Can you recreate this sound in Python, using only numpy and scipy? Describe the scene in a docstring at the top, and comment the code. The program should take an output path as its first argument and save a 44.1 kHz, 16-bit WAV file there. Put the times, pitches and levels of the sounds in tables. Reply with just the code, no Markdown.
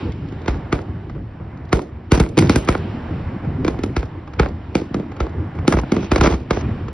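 """Open waterfront at night, small stereo microphone, over a rolling rumble of far echoes: shaped bands of noise.
First faint star crackles and a faint bang overhead, then barking mortar thumps close by and dull booms.
Past 2 s sharp bangs crack overhead, some with a dense sizzle of random clicks; scattered bangs and echoes follow,
thickest at 5.7-6.5 s, then a last faint thump. Each bang is a click with noise debris, coloured by band; it comes
back from ground, near wall and facade and dies in scattered noise. The microphone delays lows and rounds peaks."""
import sys
import numpy as np
from scipy import signal
from scipy.fft import rfft, irfft, next_fast_len
from scipy.io import wavfile

SR = 44100
rng = np.random.default_rng(int(sys.argv[2]) if len(sys.argv) > 2 else 0)


def dump(signal):
    """Clip the signal to [-1, 1] and save it as 16-bit WAV at the path in sys.argv[1]."""
    limited = np.clip(np.atleast_2d(signal).T, -1, 1)
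    pcm = np.round(limited * 32767).astype(np.int16)
    wavfile.write(sys.argv[1], SR, pcm)


N = 305605   # samples

# Centres of thump, boom, body, crack, snap, fizz: [f/Hz]
BAND_HZ = [55, 115, 280, 1100, 3900, 9000]
# Colour inside those bands: [f/Hz, level/dB per Hz]
BANG_TILT = [(12, -19), (20, -2), (81, 17.5), (326, 12), (588, -8), (978, -17.5), (1100, -19), (1250, -19),
             (1450, -18), (1770, -23), (2250, -20.5), (2860, -28), (5300, -28), (6400, -34), (7120, -54),
             (8500, -37.5), (9300, -34.5), (10700, -35), (12200, -34), (15800, -79.5), (22000, -120)]
# Fainter bangs are farther, so they lose more: [loss/dB for each dB below NEAR_DB], one per band
FAINT_LOSS = [0.29, 0.084, 0.18, 0.26, 0.11, 0.15]
# Each kind of bang: [colour/dB], [share of weight], [share of brightness], one per band; then scattered tail/dB
THUMP_KIND = [-9, -6, -3, -0.5, -5.5, -18], [1.24, 0.54, 0.37, 0, 0.31, 0.069], [0.5, 1.7, 1.5, 0, 1.4,
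              5.5], -29
SHARP_KIND = [-25.5, -20.5, -1.5, -8.5, -12, -27], [0.92, 0.66, 0.029, 0.57, 0.26, 0.053], [0.41, 0.2, 0.13,
              1.42, 2.12, 3.34], -32
BOOM_KIND = [-14.5, -5.5, -16, -12.5, -42, -58], [1.2, 0.051, 0.19, 0.14, 0, 0], [0.1, 0.13, 0.57, 0.13,
             1.2, 1.3], -21
CRACKLE_KIND = [-37, -37, -27, -1, 5.5, -28], [0, 0, 1, 1, 0, 0], [0, 0, 0, 0, 0, 1], -43
# Thumping, barking bangs close by, with some of their echoes and the ragged crackle near 6.3 s:
# [t/s, level/dB, weight of the lows/dB, brightness/dB, facade echo/dB]
THUMPS = [(0.481, -10.5, 5, -1.5, -19), (0.727, -9, 0, -0.5, -15.5), (1.097, -27, 14.5, -9, -14),
          (1.729, -6.5, 1.5, 1, -15.5), (2.119, -7, 5.5, 2, -25), (2.2, -10.5, 8.5, 2, -19),
          (2.559, -10, -0.5, 3, -44), (2.676, -17.5, -7, -0.5, -22), (2.688, -4.5, -0.5, 0, -9.5),
          (3.966, -13, 7.5, -0.5, -9), (4.276, -27.5, 6, -7, -13), (4.336, -31, 11, -2, 0),
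          (4.397, -5, 3, -1.5, -14), (5.118, -28.5, 1, -3.5, -13), (5.166, -29.5, -6, -2, -6),
          (5.204, -14, 9, -2, -11.5), (5.588, -24, -3, -7.5, -4), (5.725, -9, -12, 1.5, -7),
          (5.835, -24, 12, -13, -17), (6.1175, -8.5, 5, 0, -14), (6.181, -27, 23, 2, -20),
          (6.2115, -5.5, 1, 0, -9.5), (6.247, -9.5, 6, -2.5, -11), (6.261, -6.5, 0, -5, -12),
          (6.268, -15, -3, 1, -26), (6.281, -26, -15, -10, -4), (6.311, -26, 18, 1.5, -26),
          (6.325, -22.5, 6, 0.5, -24), (6.341, -21, 8, -1, -15), (6.883, -23, -1.5, -4, -8)]
# Sharp bangs overhead, and echoes of bangs from buildings:
# [t/s, level/dB, weight of the lows/dB, brightness/dB, facade echo/dB]
SHARP_BANGS = [(0.323, -22, 0, -3, -18), (2.15, -18, -15, 7.5, -33), (2.174, -5, 8, -11, -19),
               (2.378, 0, -12, 3, -15), (2.388, -12, -2, 8.5, -27), (2.424, -6, 6, -2.5, -28),
               (2.496, -0.5, -5.5, 3.5, -32), (3.295, -31, -1, -13, 10.5), (3.648, -10.5, 9, -0.5, -22),
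               (3.666, -18, 1, -0.5, -10), (3.68, -14, 15, 2.5, -13), (3.79, -14.5, 5, -3.5, -16),
               (3.836, -10.5, -7, 2.5, -13), (4.753, -2.5, -2, 1.5, -14.5), (4.908, -16.5, 21, -19, -14),
               (4.944, -9, 3, -1, -30), (4.964, -9, 2, -18, -12), (4.998, -9.5, -4, -7, -16),
               (5.679, 2, -12.5, 3, -15), (5.737, -12.5, 33, -9, -32), (5.770, -9, 20, -6.5, -8.5),
               (5.92, -0.5, -9, 0, -29), (5.966, -8, 5, -2, -37), (6.03, -21.5, 11, -0.5, -16),
               (6.160, -8.5, 9.5, 2.5, -8.5), (6.240, -9.5, 25, -4, -13), (6.273, -6.5, 11, -2.5, -9),
               (6.301, -24, 12, 3, -15), (6.508, -9.5, 17, 2, -9)]
# Dull booms, some farther off, one an echo of a nearer bang:
# [t/s, level/dB, weight of the lows/dB, brightness/dB, facade echo/dB]
BOOMS = [(1.15, -22.5, 6, 9, -24), (1.4, -20, 3.5, -9, -3), (1.529, -21.5, -5, -6, -20),
         (2.372, -4.5, -23, 22, -23), (2.423, -8, -32, 8, -4), (3.45, -17, -10, 10, -9),
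         (5.552, -24.5, 6.5, 20, -15), (5.622, -36, 6, 7, -13)]
# Small crackles of falling stars: [t/s, level/dB, weight of the lows/dB, brightness/dB, facade echo/dB]
CRACKLES = [(.121, -36, 7, 11, -15), (.287, -43, -2, 5, -24), (.418, -42, 7, 1, -23),
            (.46, -34.5, 17, -1, -15), (1.573, -47, 8, 8, -20), (1.652, -46, -10, 0, -22),
            (1.692, -44, 2, -7, -20), (2.472, -28, 3, -4, -20), (6.008, -35, -4, -4, -20),
            (6.045, -34, 0, -3, -22)]
# Stars catching fire: [t/s, length/s, level/dB]
SIZZLES = [(2.119, .07, -26), (2.381, .09, -32.5), (2.494, .09, -37), (5.682, .07, -32),
           (5.764, 0.045, -32), (5.936, .14, -40.5), (6.148, 0.045, -33.5), (6.227, 0.057, -22.5),
           (6.287, 0.073, -35.5), (6.523, 0.098, -35.5)]
# Colour of the sizzle: [f/Hz, level/dB per Hz]
SIZZLE_COLOUR = [(250, -12), (600, 8.5), (1200, 3), (2300, -2.5), (4000, -12), (6000, -9), (7200, -45.5),
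                 (9500, -32.5), (12000, -37)]
# Scattered tail of a bang: [f/Hz, time to fall 60 dB/s, level/dB]
TAIL_T60 = [(60, 0.54, -1.5), (287, 0.39, -5), (1520, 0.19, -1.5), (5930, 0.28, -6), (6860, 0.25, -9.5),
            (8300, .25, -11.5), (9000, 0.22, -3)]
# Rumble of far echoes: [t/s, low roll level/dB, wash level/dB, upper fizz level/dB]
ROLL = [(0.0, -17, -35.5, -43), (0.151, -26.5, -45, -52.5), (0.56, -26, -39, -55), (0.9, -28.5, -43, -58),
        (1.2, -32.5, -49, -61.5), (1.6, -33.5, -43.5, -61), (1.9, -36, -48, -63.5), (2.3, -26, -50, -59),
        (2.49, -29, -40, -45), (2.647, -25, -37.5, -45), (3.129, -22.5, -37.5, -51),
        (3.4, -25.5, -38.5, -54.5), (3.671, -24, -40, -54), (4.211, -30.5, -44, -58.5),
        (4.9, -31, -43.5, -55.5), (5.4, -26.5, -40, -57), (5.7, -31, -39.5, -56.5),
        (6.0, -30.5, -41, -45.5), (6.45, -30.5, -45, -56), (6.64, -22.5, -36, -48), (6.93, -28, -43, -55.5)]
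# Colour of the rumble: [f/Hz, level/dB per Hz]
RUMBLE_COLOUR = [(22, -11.5), (45, -11.5), (81, 3), (160, -5), (229, -9), (300, -7.5), (420, -18.5),
                 (544, -20), (787, -18.5), (1490, -26), (2220, -28), (3300, -35.5), (5000, -44.5),
                 (6300, -43), (9500, -57.5)]
# Stereo width of direct sound: [f/Hz, side minus mid/dB]
SIDE_DB = [(60, -45.5), (130, -42), (200, -27), (350, -21.5), (630, -3), (850, -10), (1300, -11.5),
           (2000, -15), (2900, -1.5), (4000, -6.5), (5300, -6), (6300, 9), (7200, 24.5), (8300, 4),
           (9300, -6.5), (10200, -17.5), (11700, -3.5)]
# Stereo width of scattered sound: [f/Hz, side minus mid/dB]
FAR_SIDE_DB = [(60, -46.5), (200, -46), (350, -14.5), (630, 0.5), (1200, -6), (2000, -17), (2800, 0),
               (4200, -6), (5300, -10.5), (6200, 2.5), (7200, 31), (8400, 18), (9300, -7.5), (10200, -24.5)]
# Stereo width of the rumble: [f/Hz, side minus mid/dB]
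ROLL_SIDE_DB = [(60, -51), (200, -54.5), (350, -17), (630, -5), (1200, -11), (1920, -22.5), (2900, -1.5),
                (4400, -14.5), (5440, -23), (6700, -7), (8250, -2.5)]
# Lean of the stereo microphone: [f/Hz, left minus right/dB]
LEAN_DB = [(300, 0), (500, -5), (700, -5), (1100, -1), (2000, -.2), (11000, -.5)]
# Part of the direct side signal unrelated to the mid: [f/Hz, share 0-1]
LOOSE = [(300, .7), (600, 0.23), (1200, 0.41), (2500, 0.36), (6000, .6), (11000, .3)]

# Reflections and bark of the thumps, and of all other bangs; the thumps scatter thin
THUMP_PLACE = dict(ground_db=-16, wall_db=-18.5, facade_wall_db=-19.5, punch_db=-5, tail_low_hz=403)
OTHER_PLACE = dict(ground_db=-16.5, wall_db=-18, facade_wall_db=-28, punch_db=-16, tail_low_hz=60)

# Microphone: lows lag by about this many of their own cycles, falling off towards the upper frequency
LATE_TURNS, LATE_FROM_HZ, LATE_UNDER_HZ = 2.1, 45, 1400
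PEAK_TOP, CUTOFF_HZ = 1.05, 12900

# Front of a bang: ragged debris, more of it in fainter bangs (dB gained for each dB below NEAR_DB)
NEAR_DB = -6
DEBRIS_S, DEBRIS_DB, DEBRIS_CUT_HZ = .003, -14, 14000
BANG_BLUR, CRACKLE_BLUR = .3, .1
RISE_S, RISE_LOW_HZ, RISE_CUT_HZ = .0035, 900, 3300   # hiss swelling into each bang
RING_HZ, RING_WIDTH_HZ, RING_DB = 59.5, 21, 28        # ring within the lowest band
PUNCH_HZ, PUNCH_WIDTH_HZ = 1230, 460                  # brief bark in the middle

# Reflections, nearest first
GROUND_S = .000862
LEDGE_S, LEDGE_SPREAD, LEDGE_DB, LEDGE_LOW_HZ = .0024, .27, -6, 900   # delay differs from bang to bang
WALL_S, WALL_LOW_HZ, WALL_AGAIN_DB = .0262, 2500, -15.5   # small wall: short waves, then once more
FACADE_S, FACADE_CUT_HZ, FACADE_LOW_HZ = .0636, 3000, 153
FACADE_ROUGH_S, FACADE_ROUGH_DB = .004, -21
BAYS_HZ, BAYS_WIDTH_HZ, BAYS_DB = 1000, 820, 4.5          # bays of the facade favour the middle
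THIN_SLAP_LOW_HZ, DULL_SLAP_CUT_HZ = 410, 510
# Facade echo returned once more by the near wall, short waves only
FACADE_WALL_S, FACADE_WALL_LOW_HZ = .0898, 3500
TAIL_RISE_S, TAIL_LUMP_S, TAIL_LUMPS_DB = .006, .0012, 4.0   # separate walls make the tail lumpy
TAIL_VARIES_DB = 3.0                                      # each bang lights other walls

# Above these the fizz of the rumble loses first its mid, then its side
ROLL_MID_TOP_HZ, ROLL_SIDE_TOP_HZ = 6650, 9600
SIZZLE_PER_S, SIZZLE_SPREAD_DB, SIZZLE_EDGE_S = 1400, 3, .008


def from_db(db):
    """Decibels to gain."""
    return 10 ** (np.asarray(db) / 20)


def rms_one(x):
    """Scale to rms 1."""
    return x / np.sqrt(np.mean(x ** 2) + 1e-20)


def at_hz(points, hz):
    """Read a (f/Hz, value) table on a log axis."""
    points = np.array(points)
    return np.interp(np.log(hz), np.log(points[:, 0]), points[:, 1])


def bins(size):
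    """Frequencies of a real spectrum in Hz, kept off zero."""
    return np.maximum(np.arange(size // 2 + 1) * SR / size, 1)


def delay(hz, s):
    """Spectrum of a pure delay."""
    return np.exp(-2j * np.pi * hz * s)


def low_cut(hz, corner_hz):
    """First-order loss of long waves."""
    return 1 / (1 - 1j * corner_hz / hz)


def high_cut(hz, corner_hz):
    """First-order loss of short waves."""
    return 1 / (1 + 1j * hz / corner_hz)


def resonance(hz, centre_hz, width_hz):
    """A single mode: peaks at 1 and rings on for longer when narrow."""
    return 1 / (1 + 2j * (hz - centre_hz) / width_hz)


def drift(rate_hz):
    """Slow random wander with spread 1, computed at every 40th sample."""
    r = np.exp(-80 * np.pi * rate_hz / SR)
    noise = rng.standard_normal(N // 40 + 2002)
    slow = signal.lfilter([1], [1, -2 * r, r * r], noise)[2000:]   # skip the settling
    return np.interp(np.arange(N) / 40, np.arange(len(slow)), rms_one(slow))


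def left_right(mid, side, hz):
    """Two microphone channels from mid and side, with the lean between them."""
    lean = from_db(at_hz(LEAN_DB, hz) / 2)
    return np.array([(mid + side) * lean, (mid - side) / lean])


def late_lows(hz):
    """Phase of the microphone: group delay = turns * (1 / (f + from) - 1 / (f + under))."""
    return np.exp(-2j * np.pi * LATE_TURNS * np.log((hz + LATE_FROM_HZ) / (hz + LATE_UNDER_HZ)))


def rumble(patchy_db, high_patchy_db, lumps_db):
    """Far echoes as narrow bands of noise: the lows swell together, each band also flickers."""
    t, *levels_db = np.transpose(ROLL)
    roll_db, wash_db, fizz_db = (np.interp(np.arange(N) / SR, t, level) for level in levels_db)
    parts = [0, 0, 0]   # roll, wash, fizz
    together = drift(9)
    edges = 22 * 2 ** np.arange(0, 9.1, .3)
    white = rng.standard_normal((2, 2, N))   # neighbouring bands get unrelated noise
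    for k, (low, high) in enumerate(zip(edges, edges[1:])):
        band = signal.butter(2, [low, high], "band", fs=SR, output="sos")
        mid, side = signal.sosfilt(band, white[k % 2])
        hz = np.sqrt(low * high)
        flicker_db = (patchy_db if hz < 500 else high_patchy_db) * drift(9.7)
        swell_db = lumps_db * together * (hz < 500)
        gain = from_db(at_hz(RUMBLE_COLOUR, hz) + swell_db + flicker_db)
        part = int(hz > 500) + int(hz > 2200)
        side = side * from_db(at_hz(ROLL_SIDE_DB, hz))
        parts[part] = parts[part] + gain * left_right(mid, side, hz)
    roll, wash, (left, right) = parts
    mid_top, side_top = (signal.cheby2(12, 60, top_hz, fs=SR, output="sos")
                         for top_hz in (ROLL_MID_TOP_HZ, ROLL_SIDE_TOP_HZ))
    mid, side = signal.sosfilt(mid_top, left + right), signal.sosfilt(side_top, left - right)
    fizz = np.array([mid + side, mid - side])
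    return from_db(roll_db) * rms_one(roll) + from_db(wash_db) * rms_one(wash) + from_db(fizz_db) * rms_one(fizz)


def sizzle():
    """Igniting stars: dense uneven clicks, each from its own direction."""
    size, t = next_fast_len(N), np.arange(N) / SR
    hz = bins(size)
    sizes = from_db(SIZZLE_SPREAD_DB * np.minimum(rng.exponential(1, N), 4)) * rng.choice([-1, 1], N)
    happens = rng.random(N) < SIZZLE_PER_S / SR
    direction = np.array([np.ones(N), rng.uniform(-1.7, 1.7, N)])   # mid, side
    cracks = sizes * happens * direction
    gain = np.zeros(N)
    for start, length, level_db in SIZZLES:
        to_edge = np.minimum(t - start, start + length - t)
        gain += from_db(level_db) * np.clip(to_edge / SIZZLE_EDGE_S, 0, 1)
    colour = from_db(at_hz(SIZZLE_COLOUR, hz)) * late_lows(hz)
    scale = np.sqrt(np.mean(irfft(rfft(cracks[0], size) * colour, size) ** 2))
    mid, side = rfft(cracks * gain, size) * colour / scale
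    return irfft(left_right(mid, side * from_db(at_hz(SIDE_DB, hz)), hz), size)[:, :N]


def rising_hiss(level_db, t, hz):
    """Spectrum of noise that swells up to the moment of the bang; mid and side."""
    hiss = rng.standard_normal((2, len(t))) * np.exp(-t / RISE_S)
    backwards = np.conj(rfft(hiss))   # turns the decay into a swell
    return from_db(level_db) * backwards / (1 + (RISE_LOW_HZ / hz) ** 2) / (1 + (hz / RISE_CUT_HZ) ** 2)


def ragged(level_db, spread_s, t, hz):
    """A click followed by small-scale scatter, weaker in the lows and the top; mid and side."""
    scatter = rng.standard_normal((2, len(t))) * np.exp(-t / spread_s) * np.tanh(t / 0.0026)
    colour = hz / (hz + 400) / (1 + (hz / DEBRIS_CUT_HZ) ** 2)
    return np.array([[1], [0]]) + from_db(level_db) * colour * rfft(scatter)


def dying_shapes(t, hz):
    """For each band of the tail: its share of the spectrum and its decay in time."""
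    centres = np.log(np.array(TAIL_T60)[:, 0])
    shapes = []
    for k, (_, t60, level_db) in enumerate(TAIL_T60):
        share = np.interp(np.log(hz), centres, np.arange(len(TAIL_T60)) == k)
        decay = from_db(level_db - 60 * t / t60) * (1 - np.exp(-t / TAIL_RISE_S))
        shapes.append((share, decay))
    return shapes


def dying_noise(shapes, t):
    """Scattered tail: lumpy mid and side noise, each band dying at its own pace."""
    lumps = np.interp(t / TAIL_LUMP_S, np.arange(400), rng.standard_normal(400))
    white = rng.standard_normal((2, len(t))) * from_db(TAIL_LUMPS_DB * lumps)
    return sum(from_db(TAIL_VARIES_DB * rng.standard_normal()) * share * rfft(white * decay)
               for share, decay in shapes)


def bang_bands(hz):
    """Spectra of thump to fizz through the microphone, each peaking at 1 in time; the lowest rings."""
    shares = [np.interp(np.log(hz), np.log(BAND_HZ), row) for row in np.eye(len(BAND_HZ))]
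    bands = [from_db(at_hz(BANG_TILT, hz)) * late_lows(hz) * share for share in shares]
    bands[0] = bands[0] * (1 + from_db(RING_DB) * resonance(hz, RING_HZ, RING_WIDTH_HZ))
    return np.array([band / np.abs(irfft(band)).max() for band in bands])


def near_wall(hz):
    """A small wall returns only short waves, twice."""
    bounce = delay(hz, WALL_S)
    return bounce * (1 + from_db(WALL_AGAIN_DB) * bounce) * low_cut(hz, WALL_LOW_HZ)


def facade(hz):
    """A large facade returns the middle best."""
    echo = delay(hz, FACADE_S) * high_cut(hz, FACADE_CUT_HZ) * low_cut(hz, FACADE_LOW_HZ)
    return echo * (1 + from_db(BAYS_DB) * resonance(hz, BAYS_HZ, BAYS_WIDTH_HZ))


def ledge(hz):
    """A ledge close by adds a short echo, its delay drawn anew for each bang."""
    s = LEDGE_S * (1 + LEDGE_SPREAD * rng.uniform(-1.03, 1))
    return 1 + from_db(LEDGE_DB) * delay(hz, s) * hz / (hz + LEDGE_LOW_HZ)


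def bangs(rows, kind, place, rise_db, thin_slap, blur, size=16384, lead=1024):
    """Shock fronts with debris, their reflections and scattered tail, coloured by band."""
    out, t, hz = np.zeros((2, N + size)), np.arange(size) / SR, bins(size)
    colour_db, lows, highs, tail_db = map(np.array, kind)
    bands, shapes = bang_bands(hz), dying_shapes(t, hz)
    bark = 1 + from_db(place["punch_db"]) * resonance(hz, PUNCH_HZ, PUNCH_WIDTH_HZ)
    ground = 1 + from_db(place["ground_db"]) * delay(hz, GROUND_S)
    facade_wall = delay(hz, FACADE_WALL_S) * low_cut(hz, FACADE_WALL_LOW_HZ) ** 2
    walls = 1 + from_db(place["wall_db"]) * near_wall(hz) + from_db(place["facade_wall_db"]) * facade_wall
    slap = low_cut(hz, THIN_SLAP_LOW_HZ) if thin_slap else high_cut(hz, DULL_SLAP_CUT_HZ)
    slap = slap * facade(hz)
    loose, direct_side = np.clip(at_hz(LOOSE, hz), 0, 1), from_db(at_hz(SIDE_DB, hz))
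    far_width = np.array([np.ones(len(hz)), from_db(at_hz(FAR_SIDE_DB, hz))])
    scattered = from_db(tail_db) * far_width * low_cut(hz, place["tail_low_hz"])
    for s, level_db, weight_db, bright_db, echo_db in rows:
        under_db = min(level_db - NEAR_DB, 0)
        band_db = level_db + under_db * np.array(FAINT_LOSS) + colour_db + weight_db * lows + bright_db * highs
        colour = from_db(band_db) @ bands
        front = ledge(hz) * ragged(DEBRIS_DB - blur * under_db, DEBRIS_S, t, hz) * bark
        rough = ragged(FACADE_ROUGH_DB, FACADE_ROUGH_S, t, hz) + rising_hiss(rise_db, t, hz)
        echo = from_db(echo_db) * slap * rough
        mid, other = (front + echo) * ground * walls + rising_hiss(rise_db, t, hz)
        # spaced ports: the related side is a quarter turn apart
        side = direct_side * (np.sqrt(1 - loose) * 1j * mid + np.sqrt(loose) * other)
        mid, side = [mid, side] + scattered * dying_noise(shapes, t)
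        i = round(s * SR)
        # the lead leaves room for the hiss ahead of the bang
        out[:, i:i + size] += irfft(left_right(mid, side, hz) * colour * delay(hz, lead / SR))
    return out[:, lead:N + lead]


def crackles():
    """Falling stars: faint bangs, mostly crack and snap, with a thin facade echo."""
    return bangs(CRACKLES, CRACKLE_KIND, OTHER_PLACE, rise_db=-26, thin_slap=True, blur=CRACKLE_BLUR)


def booms():
    """Dull booms, some farther off, one an echo of a nearer bang; their facade echo is dull."""
    return bangs(BOOMS, BOOM_KIND, OTHER_PLACE, rise_db=-26, thin_slap=False, blur=BANG_BLUR)


def sharp_bangs():
    """Sharp bangs overhead, and echoes of bangs from buildings; their facade echo is dull."""
    return bangs(SHARP_BANGS, SHARP_KIND, OTHER_PLACE, rise_db=-23, thin_slap=False, blur=BANG_BLUR)


def thumps():
    """Thumping, barking bangs close by, some of their echoes and a ragged crackle; thin facade echo."""
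    return bangs(THUMPS, THUMP_KIND, THUMP_PLACE, rise_db=-18, thin_slap=True, blur=BANG_BLUR)


def scene():
    """Far rumble, star sizzle and crackles, dull booms, sharp bangs and thumps."""
    far = rumble(patchy_db=3.0, high_patchy_db=1.1, lumps_db=2.0)
    return far + sizzle() + crackles() + booms() + sharp_bangs() + thumps()


def record(dry):
    """The microphone rounds the peaks and cuts the top."""
    rounded = PEAK_TOP * np.tanh(dry / PEAK_TOP)
    return signal.sosfilt(signal.cheby2(12, 70, CUTOFF_HZ, fs=SR, output="sos"), rounded)


dry = scene()
out = record(dry)
dump(out)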